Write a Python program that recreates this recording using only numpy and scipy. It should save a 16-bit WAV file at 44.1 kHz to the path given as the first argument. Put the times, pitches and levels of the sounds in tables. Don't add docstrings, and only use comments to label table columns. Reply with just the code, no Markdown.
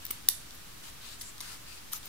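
import sys
import numpy as np
from scipy import signal
from scipy.fft import rfft, irfft, next_fast_len
from scipy.io import wavfile
from scipy.ndimage import map_coordinates

SR = 44100
rng = np.random.default_rng(int(sys.argv[2]) if len(sys.argv) > 2 else 0)


def materialize(psi):
    bounded = np.clip(np.atleast_2d(psi).T, -1, 1)
    quanta = np.round(bounded * 32767).astype(np.int16)
    wavfile.write(sys.argv[1], SR, quanta)


def convert_level_to_amplitude(level_db):
    exponent = np.asarray(level_db, float) / 20
    return 10 ** exponent


N = 92124


def unit(x):
    return x / np.sqrt(np.mean(x ** 2) + 1e-20)


def along(points, hz):
    f, v = np.transpose(points)
    return np.interp(np.log(hz + 1), np.log(f + 1), v)


def wobble(knots_per_s):
    knots = rng.standard_normal(int(N * knots_per_s / SR) + 4)
    return map_coordinates(knots, [np.arange(N) * knots_per_s / SR])


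def filtered(x, response):
    m = next_fast_len(N + SR // 2)
    return irfft(rfft(x, m) * response(np.fft.rfftfreq(m, 1 / SR)), m)[..., :N]


def pan(db):
    return convert_level_to_amplitude([[db / 2], [-db / 2]])


def peak(f, hz, width_hz):
    return 1j * f * width_hz / (hz * hz - f * f + 1j * f * width_hz)


def stroke(start_s, length_s):
    rise, fall = 0.13, 0.34
    u = (np.arange(N) / SR - start_s) / length_s
    ramp = np.clip(np.minimum(u / rise, (1 - u) / fall), 0, 1)
    return np.sin(np.pi / 2 * ramp) ** 2


# (frequency [Hz], left-right correlation)
ALIKE = [(25, 0.7), (60, 1), (130, 0.84), (290, -0.18), (640, -0.48), (1400, 0.31), (3100, 0.019),
         (15000, -0.0125)]


def noise(spectrum):
    points = [(spectrum[0][0] / 2, -120)] + list(spectrum)

    def mid_side(hz):
        angle = np.arccos(np.clip(along(ALIKE, hz), -1, 1)) / 2
        return convert_level_to_amplitude(along(points, hz)) * [np.cos(angle), np.sin(angle)]

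    mid, side = filtered(rng.standard_normal((2, N)), mid_side)
    return unit(np.array([mid + side, mid - side]))


def body(modes, lag_s):
    low_cut_hz = 600

    def response(f):
        total = 0
        for k, (hz, width_hz, db) in enumerate(modes):
            total = total + (-1) ** k * convert_level_to_amplitude(db) * peak(f, hz, width_hz)
        return (1j * f / (low_cut_hz + 1j * f)) ** 2 * total

    top = np.abs(filtered(np.eye(1, N), response)).max()
    lags_s = np.array([[0], [lag_s]])
    return lambda f: response(f) / top * np.exp(-2j * np.pi * f * lags_s)


# (frequency [Hz], width [Hz], level [dB])
HANDLE_MODES = [(980, 250, -16), (1950, 400, -13), (2800, 500, -14), (3550, 600, -2), (4750, 900, -3),
                (5700, 500, 0), (6900, 1400, -10)]
# (frequency [Hz], width [Hz], level [dB])
BLADE_MODES = [(8200, 1300, -5), (8800, 330, 6.5), (10770, 1960, 1.5)]
# (frequency [Hz], width [Hz], level [dB])
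TIP_MODES = [(12100, 600, -6), (12900, 600, -9), (14000, 500, -6), (14800, 330, 1), (15400, 500, -8)]
# (time [s], handle [dB], blade [dB], tip [dB], fibre chatter [s])
MAIN_CUT = [
    (.28615, -11, -28, -34, .0003),
    (.2872, -12, -5, -10, .0012),
    (.28815, -32, -15, -11, .0012),
    (.2889, -30, -12, -14, .001),
    (.2982, -44, -40, -28, .001),
]
# (time [s], handle [dB], blade [dB], tip [dB], fibre chatter [s])
LIGHT_CONTACTS = [
    (.1059, -36, -30, -25, .001),
    (.1077, -31, -26, -32, .002),
    (.1101, -33, -21, -20, .004),
    (.1291, -44, -38, -40, .001),
    (1.921, -42, -42, -40, .006),
    (1.925, -39, -42, -40, .008),
    (1.9292, -32, -34, -33, .005),
    (1.9322, -30, -30, -26, .003),
    (1.9339, -34, -22, -24, .002),
                  (0.049, -50, -39, -52, .0004), (0.05, -74, -46, -35, .0004), (0.0523, -36, -36, -24, 0.0027),
          (.0556, -55, -50, -40, .0006), (0.0583, -51, -50, -38, .0006), (0.0655, -34, -40, -29, 0.0011),
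          (.508, -37, -47, -52, .002), (1.2113, -33, -34, -45, 0.0055), (1.213, -32, -37, -38, .006),
          (1.2165, -34, -33, -43, 0.016), (1.3807, -36, -38, -48, .002), (1.4047, -29.5, -30, -48, 0.0037),
          (1.406, -28, -33, -39, 0.005), (1.411, -29, -28, -48, 0.0034), (2.057, -53, -42, -34, 0.0032)]


def snips():
    contacts = MAIN_CUT + LIGHT_CONTACTS
    chatter_db = -12
    damping = convert_level_to_amplitude([[[-6]], [[0]], [[0]]])
    force = np.zeros((3, 2, N + SR))
    t = np.arange(SR // 20) / SR
    for time_s, *levels_db, chatter_s in contacts:
        grain = rng.standard_normal((3, 2, len(t)))
        snap = np.abs(rng.standard_normal((3, 1, len(t))))
        chatter = convert_level_to_amplitude(chatter_db - 20 * t / chatter_s) * grain * snap
        push = (t == 0) + chatter * damping
        i = round(time_s * SR)
        force[..., i:i + len(t)] += convert_level_to_amplitude(levels_db)[:, None, None] * push
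    handle, blade, tip = force[..., :N]
    return (pan(3.6) * filtered(handle, body(HANDLE_MODES, lag_s=5e-5))
            + pan(3.6) * filtered(blade, body(BLADE_MODES, lag_s=2.4e-5))
            + pan(3.4) * filtered(tip, body(TIP_MODES, lag_s=1.9e-5)))


# (time [s], frequency [Hz], level [dB], t60 [s])
KNOCKS = [(0.105, 376, -37, 0.016), (0.108, 1240, -34.5, 0.017), (.107, 2220, -36, 0.026),
          (0.107, 2900, -31, .012), (1.212, 2030, -44.5, 0.038), (1.407, 1010, -38, 0.018),
          (1.406, 2130, -42.5, 0.039), (1.935, 1270, -32.5, 0.019), (1.927, 3040, -35, .015),
          (1.966, 3760, -44, .02), (2.03, 3580, -41, .02)]


def knocks():
    onset_s = 0.00065
    out = np.zeros(N)
    for time_s, hz, db, t60_s in KNOCKS:
        t = np.clip(np.arange(N) / SR - time_s, 0, None)
        envelope = convert_level_to_amplitude(db - 60 * t / t60_s) * (1 - np.exp(-t / onset_s))
        out += envelope * np.sin(2 * np.pi * hz * t)
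    return out


# (time [s], length [s], rasp [dB], resonance [Hz], resonance level [dB])
STROKES = [(0, 0.24, -53.5, 2960, -60.5), (0.531, .04, -62, 13550, -54), (0.827, 0.096, -48.5, 3252, -60),
           (1.001, .18, -54.5, 3800, -52.5), (1.04, 0.15, -61, 7850, -55.5), (1.184, 0.15, -55, 7450, -50),
           (1.402, 0.2, -47, 8500, -59), (1.413, 0.17, -77, 1440, -57.5), (1.664, 0.14, -54, 8100, -61),
           (1.913, 0.083, -47.5, 12300, -43.5), (1.928, 0.052, -64, 6300, -45),
           (2.023, 0.075, -50, 3745, -62)]
# (frequency [Hz], density [dB per Hz])
RASP = [(400, -30), (900, 0.5), (2000, -1.5), (4000, 0), (8000, -2.5), (12000, -6), (15500, -10)]


def rubbing():
    grip_q, pan_db, rough_db = 2.9, 2.4, 0.85
    out = np.zeros((2, N))
    rasp = noise(RASP)
    grain = rng.standard_normal((2, N))
    for start_s, length_s, rasp_db, hz, ring_db in STROKES:
        ring = unit(filtered(grain, lambda f: peak(f, hz, hz / grip_q) ** 2))
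        out += stroke(start_s, length_s) * (convert_level_to_amplitude(rasp_db) * rasp + convert_level_to_amplitude(ring_db) * ring)
    return pan(pan_db) * convert_level_to_amplitude(rough_db * (wobble(44.7) + wobble(300))) * out


# (time [s], length [s], level [dB])
SLIDES = [
    (1.015, .16, -56.5),
    (1.41, 0.18, -55.5),
    (1.657, 0.11, -53.5),
    (1.768, 0.032, -55),
]
# (frequency [Hz], width [Hz], level [dB])
SLIDE_MODES = [(2600, 770, -3), (4540, 1170, -2.5)]


def sliding():
    pan_db, rough_db = 7.5, 1.5

    def response(f):
        return sum(convert_level_to_amplitude(db) * peak(f, hz, width_hz) ** 2 for hz, width_hz, db in SLIDE_MODES)

    steel = unit(filtered(rng.standard_normal((2, N)), response))
    pressure = sum(convert_level_to_amplitude(db) * stroke(start_s, length_s) for start_s, length_s, db in SLIDES)
    return pan(pan_db) * pressure * convert_level_to_amplitude(rough_db * wobble(70.4)) * steel


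def squeak():
    start_s, length_s, from_hz, to_hz, level_db = 2.06, 0.014, 15600, 12500, -46
    u = np.clip((np.arange(N) / SR - start_s) / length_s, 0, 1)
    turns = np.cumsum(from_hz + (to_hz - from_hz) * u) / SR
    return convert_level_to_amplitude(level_db) * np.sin(np.pi * u) * np.sin(2 * np.pi * turns)


# (frequency [Hz], t60 [s])
ROOM = [(500, 0.083), (2000, 0.34), (5500, 0.31), (10000, 0.37), (15000, 0.073)]


def room(x):
    tail_db, rise_s, wall_db, wall_s, wall_pan_db = -9.5, 0.006, -26, 0.011, 2.4
    hz, t, z = signal.stft(rng.standard_normal((2, SR // 2)), SR, nperseg=256)
    decay = convert_level_to_amplitude(-60 * t / along(ROOM, hz)[:, None])
    tail = signal.istft(z * decay, SR, nperseg=256)[1]
    tail = tail * (1 - np.exp(-(np.arange(tail.shape[1]) / SR / rise_s) ** 2))
    tail = tail / np.linalg.norm(tail[0]) / 2
    spread = x.mean(axis=0)[None] + x[::-1]
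    wet = signal.fftconvolve(spread, tail, axes=1)[:, :N]
    wall = np.pad(x, ((0, 0), (round(wall_s * SR), 0)))[:, :N] * pan(wall_pan_db)
    return convert_level_to_amplitude(tail_db) * wet + convert_level_to_amplitude(wall_db) * wall


# (frequency [Hz], density [dB per Hz])
HISS = [(180, -22), (300, -4.5), (562, -6.5), (1200, -6), (1850, -7), (2040, -8), (2220, -7.5), (3960, -7),
        (15600, -13.5)]
# (frequency [Hz], density [dB per Hz])
RUMBLE = [(8.8, -13), (15, -19), (19, -19.5), (22, -6), (59, -10.5), (312, -17.5), (400, -31), (520, -59),
          (880, -120)]


def recorder_floor():
    hiss_db, waver_db, rumble_db = -49.5, 0.1, -56.5
    hiss = convert_level_to_amplitude(hiss_db + waver_db * wobble(2.3)) * noise(HISS)
    return hiss + convert_level_to_amplitude(rumble_db) * noise(RUMBLE)


def scene():
    near = snips() + knocks() + squeak()
    return near + room(near) + rubbing() + sliding() + recorder_floor()


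def band_limit(x):
    return signal.sosfilt(signal.butter(12, 16630, fs=SR, output="sos"), x)


def record(dry):
    top_hz, offset = 15800, -0.0024
    mix = filtered(dry, lambda hz: np.exp(-(hz / top_hz) ** 120)) + offset
    return band_limit(mix)


dry = scene()
out = record(dry)
materialize(out)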